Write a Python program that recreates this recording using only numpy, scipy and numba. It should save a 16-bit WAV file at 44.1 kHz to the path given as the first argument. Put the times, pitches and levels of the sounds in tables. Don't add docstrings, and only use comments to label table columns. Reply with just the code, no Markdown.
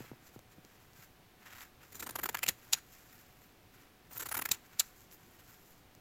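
import sys
import numpy as np
from scipy import signal
from scipy.fft import rfft, irfft
from scipy.io import wavfile
from scipy.ndimage import uniform_filter1d
from numba import njit

SR = 44100
rng = np.random.default_rng(int(sys.argv[2]) if len(sys.argv) > 2 else 0)


def wav_out(sig):
    wavfile.write(sys.argv[1], SR, np.round(np.clip(np.atleast_2d(sig).T, -1, 1) * 32767).astype(np.int16))


def gain_from_db(level_db):
    decades = np.asarray(level_db, float) / 20
    return 10 ** decades


N = 264820

# f/Hz, density/dB
ROOM_SPECTRUM = [(28, -6.5), (370, -10.5), (520, -15), (2600, -21), (7600, -30.5), (8870, -33),
                 (13700, -27.5), (16000, -30)]
# f/Hz, width/Hz, level/dB
HUM_MODES = [(106, 30, -71.5)]
# t/s, peak/dB, first f/Hz, last f/Hz, t60/s
TABLE_BLOWS = [(.005, -38.5, 550, 118, 0.076), (0.023, -50, 910, 200, 0.014), (.044, -48, 915, 300, 0.0092),
               (.048, -47.5, 690, 200, 0.018), (0.1158, -38, 540, 122, 0.065),
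               (0.133, -49, 880, 201, 0.033), (0.224, -53.5, 510, 150, 0.084),
               (0.362, -42, 544, 114, 0.081), (.391, -51, 910, 306, 0.024), (.583, -47, 400, 131, 0.073),
               (0.647, -52.5, 594, 200, 0.082), (0.991, -55, 300, 110, 0.054),
               (2.487, -40, 231, 156, 0.054), (2.734, -59, 1090, 600, 0.015), (4.8, -45, 1080, 600, 0.023),
               (4.512, -40.5, 350, 86, 0.053)]
# t/s, peak/dB, f/Hz
FIBRE_TICKS = [(0.044, -50, 2120), (0.06, -44, 3600), (0.0694, -45, 2630), (0.392, -38.5, 7650),
               (0.6496, -39, 6840), (0.9333, -41, 7460), (1.4154, -55, 6900), (1.439, -59, 2120),
               (1.5274, -39, 2200), (1.5664, -53, 2960), (1.6084, -35, 3040), (1.6283, -33.5, 2400),
               (3.7494, -75, 2770), (5.114, -40, 5880), (5.1258, -36.5, 2810), (5.9506, -39, 7150)]
# middle t/s, length/s, level/dB, treble/dB
CLOTH_SWELLS = [(0.018, 0.24, -62, -5), (0.264, 0.072, -67.5, 0), (.345, .04, -72, 2),
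                (0.527, 0.041, -68, -3.5), (.77, .36, -70.5, -3.5), (0.966, 0.022, -65, -11),
                (1.014, 0.1, -64.5, 2), (1.43, 0.053, -63.5, -8), (1.47, 0.026, -54, -8),
                (1.526, 0.088, -56, -6), (1.599, 0.11, -58.5, -1.5), (1.84, 0.051, -62.5, -5),
                (2.678, 0.17, -65.5, -1), (2.96, .2, -65.5, 0), (3.16, 0.29, -65.5, -1.5),
                (3.43, 0.15, -70.5, 0), (3.746, 0.028, -63.5, -1.5), (3.81, 0.094, -65.5, -5),
                (4.06, 0.045, -69, -6), (4.652, 0.056, -67.5, -2.5), (4.746, 0.12, -67.5, -5),
                (4.856, 0.15, -66, 0.5), (5.006, 0.087, -71.5, 7.5), (5.135, 0.041, -68.5, 8.5),
                (5.253, 0.31, -73, 2), (5.399, 0.034, -62, -0.5), (5.508, .12, -68, 2.5),
                (5.66, 0.2, -74, 5.5)]
# middle t/s, length/s, level/dB, treble/dB
GRIND_SWELLS = [(1.98, .16, -71, 5), (2.25, 0.48, -63, -3), (2.51, 0.047, -58, -6.5),
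                (2.77, 0.058, -59, -5), (4.161, 0.072, -60.5, 4), (4.32, 0.23, -65.5, 1.5),
                (4.53, 0.099, -58.5, -9), (4.81, .06, -58.5, -9)]
# f/Hz, width/Hz, level/dB
WEAVE_MODES = [(7450, 1150, 3.5), (5730, 4200, -4), (11070, 3300, -0.5), (14300, 4700, -2.5)]
# t/s, level/dB
HAND_EFFORT = [
    [(1.93, -70), (2.018, -60), (2.168, -62.5), (2.246, -55), (2.414, -70.5), (2.49, -54), (2.56, -81)],
    [(4.09, -78), (4.214, -60.5), (4.306, -70.5), (4.382, -57), (4.478, -67), (4.516, -61), (4.58, -83)],
]
# f/Hz, width/Hz, level/dB
BLADE_MODES = [(3860, 670, 4), (5660, 870, -18), (7000, 820, 7), (6100, 9000, -4.5)]
# f/Hz, width/Hz, level/dB
FIBRE_MODES = [(10000, 1500, 4.5), (12200, 1700, 5), (13470, 2400, 3), (14950, 1500, 3)]
# f/Hz, level/dB, t60/s
STEEL_MODES = [(3320, 0, .03), (5740, -6, .025), (7000, -9, .025)]
# t/s, length/ms, force level/dB, steel over cloth/dB
FIRST_YARNS = [(1.921, 12.4, -62, 3.5), (1.946, 3.9, -52, -4), (1.953, 5.1, -52, 1), (1.955, 18, -70.5, 12),
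               (1.995, 17.4, -52.5, 5), (2.024, 11.2, -45, -2), (2.034, 12, -60.5, 8),
               (2.063, 14, -45.5, -3), (2.091, 9.6, -45.5, -2), (2.107, 5.3, -54, 7.5),
               (2.144, 2.9, -71, 5), (2.155, 10.2, -39, -4), (2.187, 13.9, -40.5, -10),
               (2.215, 4.4, -70, 14), (2.232, 13.6, -41, -4), (2.256, 10.4, -37, -6.5),
               (2.289, 10.8, -38, -3), (2.328, 4.1, -58, 3), (2.345, 9.9, -32.5, -8), (2.37, 5.2, -40, -6),
               (2.384, 2.9, -48, -3), (2.389, 4.5, -41.5, -2), (2.424, 2.8, -44, -6), (2.43, 13, -32, -4.5),
               (2.463, 6, -39, -2.5), (2.476, 2.5, -57, 14)]
# t/s, length/ms, force level/dB, steel over cloth/dB
SECOND_YARNS = [(4.109, 12, -58.5, -4), (4.121, 9.2, -58, -7), (4.129, 10, -64, 6), (4.149, 18, -58, -2),
                (4.167, 5.4, -45.5, -8), (4.174, 10, -59, 9), (4.195, 20.3, -48.5, 2.5),
                (4.22, 17.8, -47, 0), (4.256, 17, -46.5, -0.5), (4.287, 10.3, -50, 3),
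                (4.313, 16.6, -41, -4), (4.342, 16, -41, -4), (4.367, 16, -42.5, -0.5),
                (4.389, 10.5, -38.5, -5), (4.413, 7.7, -55, 7), (4.419, 8, -37, -4.5), (4.44, 3.7, -54, 0),
                (4.453, 10.5, -37.5, -0.5), (4.489, 4.2, -37, -2)]
CUT_LEANS = (2, 4.5)
# t/s, length/ms, force level/dB, steel over cloth/dB, fibre over blade/dB
BLADE_SHUTS = [(2.481, 3.4, -30, -3.5, -13), (2.486, 5.7, -33.5, 7.5, -3), (2.493, 1.9, -26.5, 2.5, 2.5),
               (2.496, 16, -52, -6, 1), (4.513, 4.3, -44, 2, -15), (4.514, 9.9, -35.5, 7.5, -3),
               (4.528, 25, -52.5, 1.5, -2)]
# t/s, length/ms, force level/dB, steel over cloth/dB, fibre over blade/dB
BLADE_OPENS = [(2.726, 10, -38, 1.5, -2), (2.7327, 2.83, -28, 5.5, -8), (2.7363, 2.5, -31, 4, -11.5),
               (2.74, 3, -31, -1, -9.5), (2.745, 8.6, -45, -11, -4), (2.76, 15, -62, -3, 1),
               (2.773, 18, -56, -5.5, -2), (4.791, 4.1, -51, -3, 0), (4.795, 10, -41, 15, -6),
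               (4.801, 2, -44, 7, 0), (4.805, 3.5, -27, -4, -7), (4.811, 3.3, -43, -10, 4)]
# t/s, f/Hz
SPAN_PITCH = [
    [(1.92, 1900), (2.0, 1940), (2.065, 1140), (2.19, 1060), (2.33, 1520), (2.39, 1750), (2.43, 2500),
     (2.486, 2900), (2.5, 2170)],
    [(2.728, 2840), (2.74, 2760), (2.76, 1500), (2.8, 1500)],
    [(4.11, 950), (4.2, 1490), (4.26, 1300), (4.39, 1250), (4.42, 1830), (4.49, 1700), (4.514, 2940),
     (4.53, 2580)],
    [(4.79, 2200), (4.804, 3200), (4.812, 1530)],
]
# start t/s, end t/s, first f/Hz, last f/Hz, share level/dB
TIP_GLIDES = [(1.937, 2.04, 7000, 7600, 0.5), (2.05, 2.157, 8400, 11500, -3),
              (2.17, 2.253, 11400, 14300, 6.5), (2.245, 2.29, 14300, 15400, -2),
              (2.758, 2.786, 15100, 10600, 0), (4.1, 4.188, 15500, 13200, 3),
              (4.188, 4.24, 7100, 7750, -0.5), (4.246, 4.304, 8550, 10100, -5),
              (4.31, 4.405, 10100, 15500, -0.5), (1.94, 2.05, 9000, 8800, -7),
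              (4.118, 4.18, 8900, 8900, -6), (4.323, 4.42, 10100, 10300, -2)]


def unit(x):
    return x / np.sqrt(np.mean(x ** 2))


@njit
def svf(x, hz, width):
    y, b, l = np.empty(len(x)), 0., 0.
    for i in range(len(x)):
        g, k = np.tan(np.pi * hz[i] / SR), width / hz[i]
        v = (b + g * (x[i] - l)) / (1 + g * (g + k))
        b, l, y[i] = 2 * v - b, l + 2 * g * v, k * v
    return y


def body(x, modes):
    out = np.zeros(N)
    for k, (hz, width, db) in enumerate(modes):
        out += (-1) ** k * gain_from_db(db) * svf(x, np.full(N, 1. * hz), 1. * width)
    return out


def band(x, lo_hz, hi_hz, order=2):
    return signal.sosfilt(signal.butter(order, [lo_hz, hi_hz], "band", fs=SR, output="sos"), x)


def held(t, start, end, fade_s):
    return np.clip(1 + np.minimum(t - start, end - t) / fade_s, 0, 1)


def walk(rate):
    k = int(SR / rate)
    return uniform_filter1d(np.repeat(rng.standard_normal(N // k + 1), k), k)[:N]


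def snaps(per_s, spread_db):
    hit = rng.random(N) < per_s / SR
    loudness = gain_from_db(spread_db * np.minimum(rng.exponential(size=N), 4))
    return unit(hit * rng.standard_normal(N) * loudness)


def voices(excite, cloth_hz, cloth_width, blade_modes, fibre_modes):
    def cloth(x):
        return band(svf(x, cloth_hz, cloth_width) + 0.27 * x, 590, 3130)

    def blade(x):
        return band(body(x, blade_modes), 2840, 8300)

    def fibre(x):
        return band(body(x, fibre_modes), 12100, 18900)

    return [lambda x, f=f: f(x) / np.sqrt(np.mean(f(excite) ** 2)) for f in (cloth, blade, fibre)]


def room_tone():
    hz, db = np.transpose(ROOM_SPECTRUM)
    f = np.maximum(np.arange(N // 2 + 1) * SR / N, 1)
    colour = gain_from_db(np.interp(np.log(f), np.log(hz), db))
    air = unit(irfft(rfft(rng.standard_normal(N)) * colour, N))
    hum = sum(gain_from_db(db) * unit(body(rng.standard_normal(N), [(hz, width, 0)])) for hz, width, db in HUM_MODES)
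    whine_hz = 743 + 2 * walk(3)
    whine = np.sqrt(2) * np.sin(2 * np.pi * np.cumsum(whine_hz) / SR)
    return gain_from_db(-62.5 + 0.3 * walk(4.5)) * air + hum + gain_from_db(-77) * whine


def thuds():
    out, t = np.zeros(N + 8192), np.arange(8192) / SR
    for s, db, first_hz, last_hz, t60 in TABLE_BLOWS:
        hz = last_hz + (first_hz - last_hz) * np.exp(-t / 0.0028)
        phase = 2 * np.pi * np.cumsum(hz) / SR
        decay = gain_from_db(db - 60 * t / t60) * (1 + 0.81 * np.exp(-t / 0.00033))
        start = int(s * SR)
        out[start:start + 8192] -= decay * np.sin(phase + 0.33 * np.sin(phase))
    return out[:N]


def ticks():
    out, t = np.zeros(N + 512), np.arange(512) / SR
    for s, db, hz in FIBRE_TICKS:
        tone = np.sin(2 * np.pi * hz * t) * np.exp(-t / .0002)
        noise = .5 * rng.standard_normal(512) * np.exp(-t / .0006)
        start = int(s * SR)
        out[start:start + 512] += gain_from_db(db - 3) * (tone + noise)
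    return out[:N] - svf(out[:N], np.full(N, 9200.), 2500.)


def rustle():
    t, power = np.arange(N) / SR, np.zeros((3, N))
    skirt_db, skirt_power = 6.5, 1.9
    for s, length, db, treble_db in CLOTH_SWELLS + GRIND_SWELLS:
        skirt = skirt_db * np.abs(2 * (t - s) / length) ** skirt_power
        swell = gain_from_db(db - np.minimum(skirt, 200))
        tilt = gain_from_db(np.array([[0], [treble_db - 2], [treble_db]]))
        power += (tilt * swell) ** 2
    fine = snaps(7000, 1.6) * gain_from_db(1.15 * walk(45) + 2.0 * walk(200))
    parts = voices(fine, np.full(N, 1550.), 1200.0, WEAVE_MODES[:2], WEAVE_MODES[2:])
    mix = sum(f(fine) * np.sqrt(p) * gain_from_db(1.3 * walk(25)) for f, p in zip(parts, power))
    return band(mix, 680, 20000)


def table(t, force):
    bite = force / uniform_filter1d(force + 1e-4, 3000) + 0.89
    knock = unit(band(bite * rng.standard_normal(N), 218, 484))
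    rumble = unit(band(rng.standard_normal(N), 54.4, 148))
    out = np.zeros(N)
    for s, db in map(np.transpose, HAND_EFFORT):
        effort = np.interp(t, s, db)
        sway = gain_from_db(-61.5 + 0.26 * (effort - db.max()))
        out += held(t, s[0], s[-1], .03) * (gain_from_db(effort) * knock + sway * rumble)
    return out


def glide(drive, start, end, first_hz, last_hz, db):
    t = np.arange(N) / SR
    share = gain_from_db(db + 10.5 + 2 * walk(250)) * held(t, start, end, .01)
    hz = np.exp(np.interp(t, [start, end], np.log([first_hz, last_hz])))
    return svf(drive * share + 1e-18, np.clip(hz, 1000, 18000), last_hz / 25)


def steel_ring(x):
    out = np.zeros(N)
    for hz, db, t60 in STEEL_MODES:
        pole = np.exp(2j * np.pi * hz / SR - np.log(1000) / (t60 * SR))
        out += gain_from_db(db) * signal.lfilter([1], [1, -pole], x).imag
    return out


def cutting():
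    t = np.arange(N) / SR
    cuts = [np.c_[rows, np.full(len(rows), lean)] for rows, lean in zip((FIRST_YARNS, SECOND_YARNS), CUT_LEANS)]
    bites = np.concatenate(cuts + [BLADE_SHUTS, BLADE_OPENS])
    s, ms, db, steel_db, lean_db = bites[np.argsort(bites[:, 0])].T
    levels = np.array([db, db + steel_db - lean_db / 2, db + steel_db + lean_db / 2])
    fibres = snaps(14000, 0.43)
    evened = fibres / np.sqrt(uniform_filter1d(fibres ** 2, 200))
    fibres = unit(evened * gain_from_db(1.2 * walk(700)))
    force = np.zeros((3, N))
    for k in range(len(s)):
        rise = np.clip((t - s[k]) / .003 + .6, 0, 1)
        fall = np.clip((s[k] + ms[k] / 1000 - t) / 0.0043 + 0.38, 0, 1)
        creak = .16 * np.exp(-np.abs(t - s[k]) / .003)
        force += gain_from_db(levels[:, k:k + 1]) * ((rise * fall) ** 2 + creak)
    now = np.maximum(np.searchsorted(s - .002, t) - 1, 0)
    opening = np.isin(s, np.transpose(BLADE_OPENS)[0])[now]
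    progress = np.clip((t - s[now]) / ms[now] * 1000, 0, 1) - .5
    tension = 0.54 * np.where(opening, -progress, progress)
    span_hz = np.interp(s, *np.concatenate(SPAN_PITCH).T)
    cloth_hz = np.clip(span_hz[now] * np.exp(tension), 300, 6000)
    parts = voices(fibres, cloth_hz, 710.0, BLADE_MODES, FIBRE_MODES)
    cloth, blade, fibre = (f(fibres * g) for f, g in zip(parts, force))
    drive = fibres * (force[1] + force[2] + gain_from_db(-64))
    tip = sum(glide(drive, *row) for row in TIP_GLIDES)
    ring = gain_from_db(-65) * steel_ring(fibres * force[1])
    return cloth + blade + fibre + tip + ring + table(t, force[0])


def scene():
    near = cutting() + rustle() + thuds() + ticks()
    t = np.arange(SR // 4) / SR
    decay = gain_from_db(-39.5 - 60 * t / 0.053) + gain_from_db(-56.5 - 60 * t / 0.3)
    echo = rng.standard_normal(len(t)) * decay * (t > .001)
    return (near + signal.fftconvolve(near, echo)[:N] + room_tone())[None]


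def roll_off(x):
    return signal.sosfilt(signal.butter(12, 16620, fs=SR, output="sos"), x)


def record(dry):
    low_pass = signal.ellip(8, .2, 50, 15950, fs=SR, output="sos")
    mix = signal.sosfilt(low_pass, dry)
    return roll_off(mix)


dry = scene()
out = record(dry)
wav_out(out)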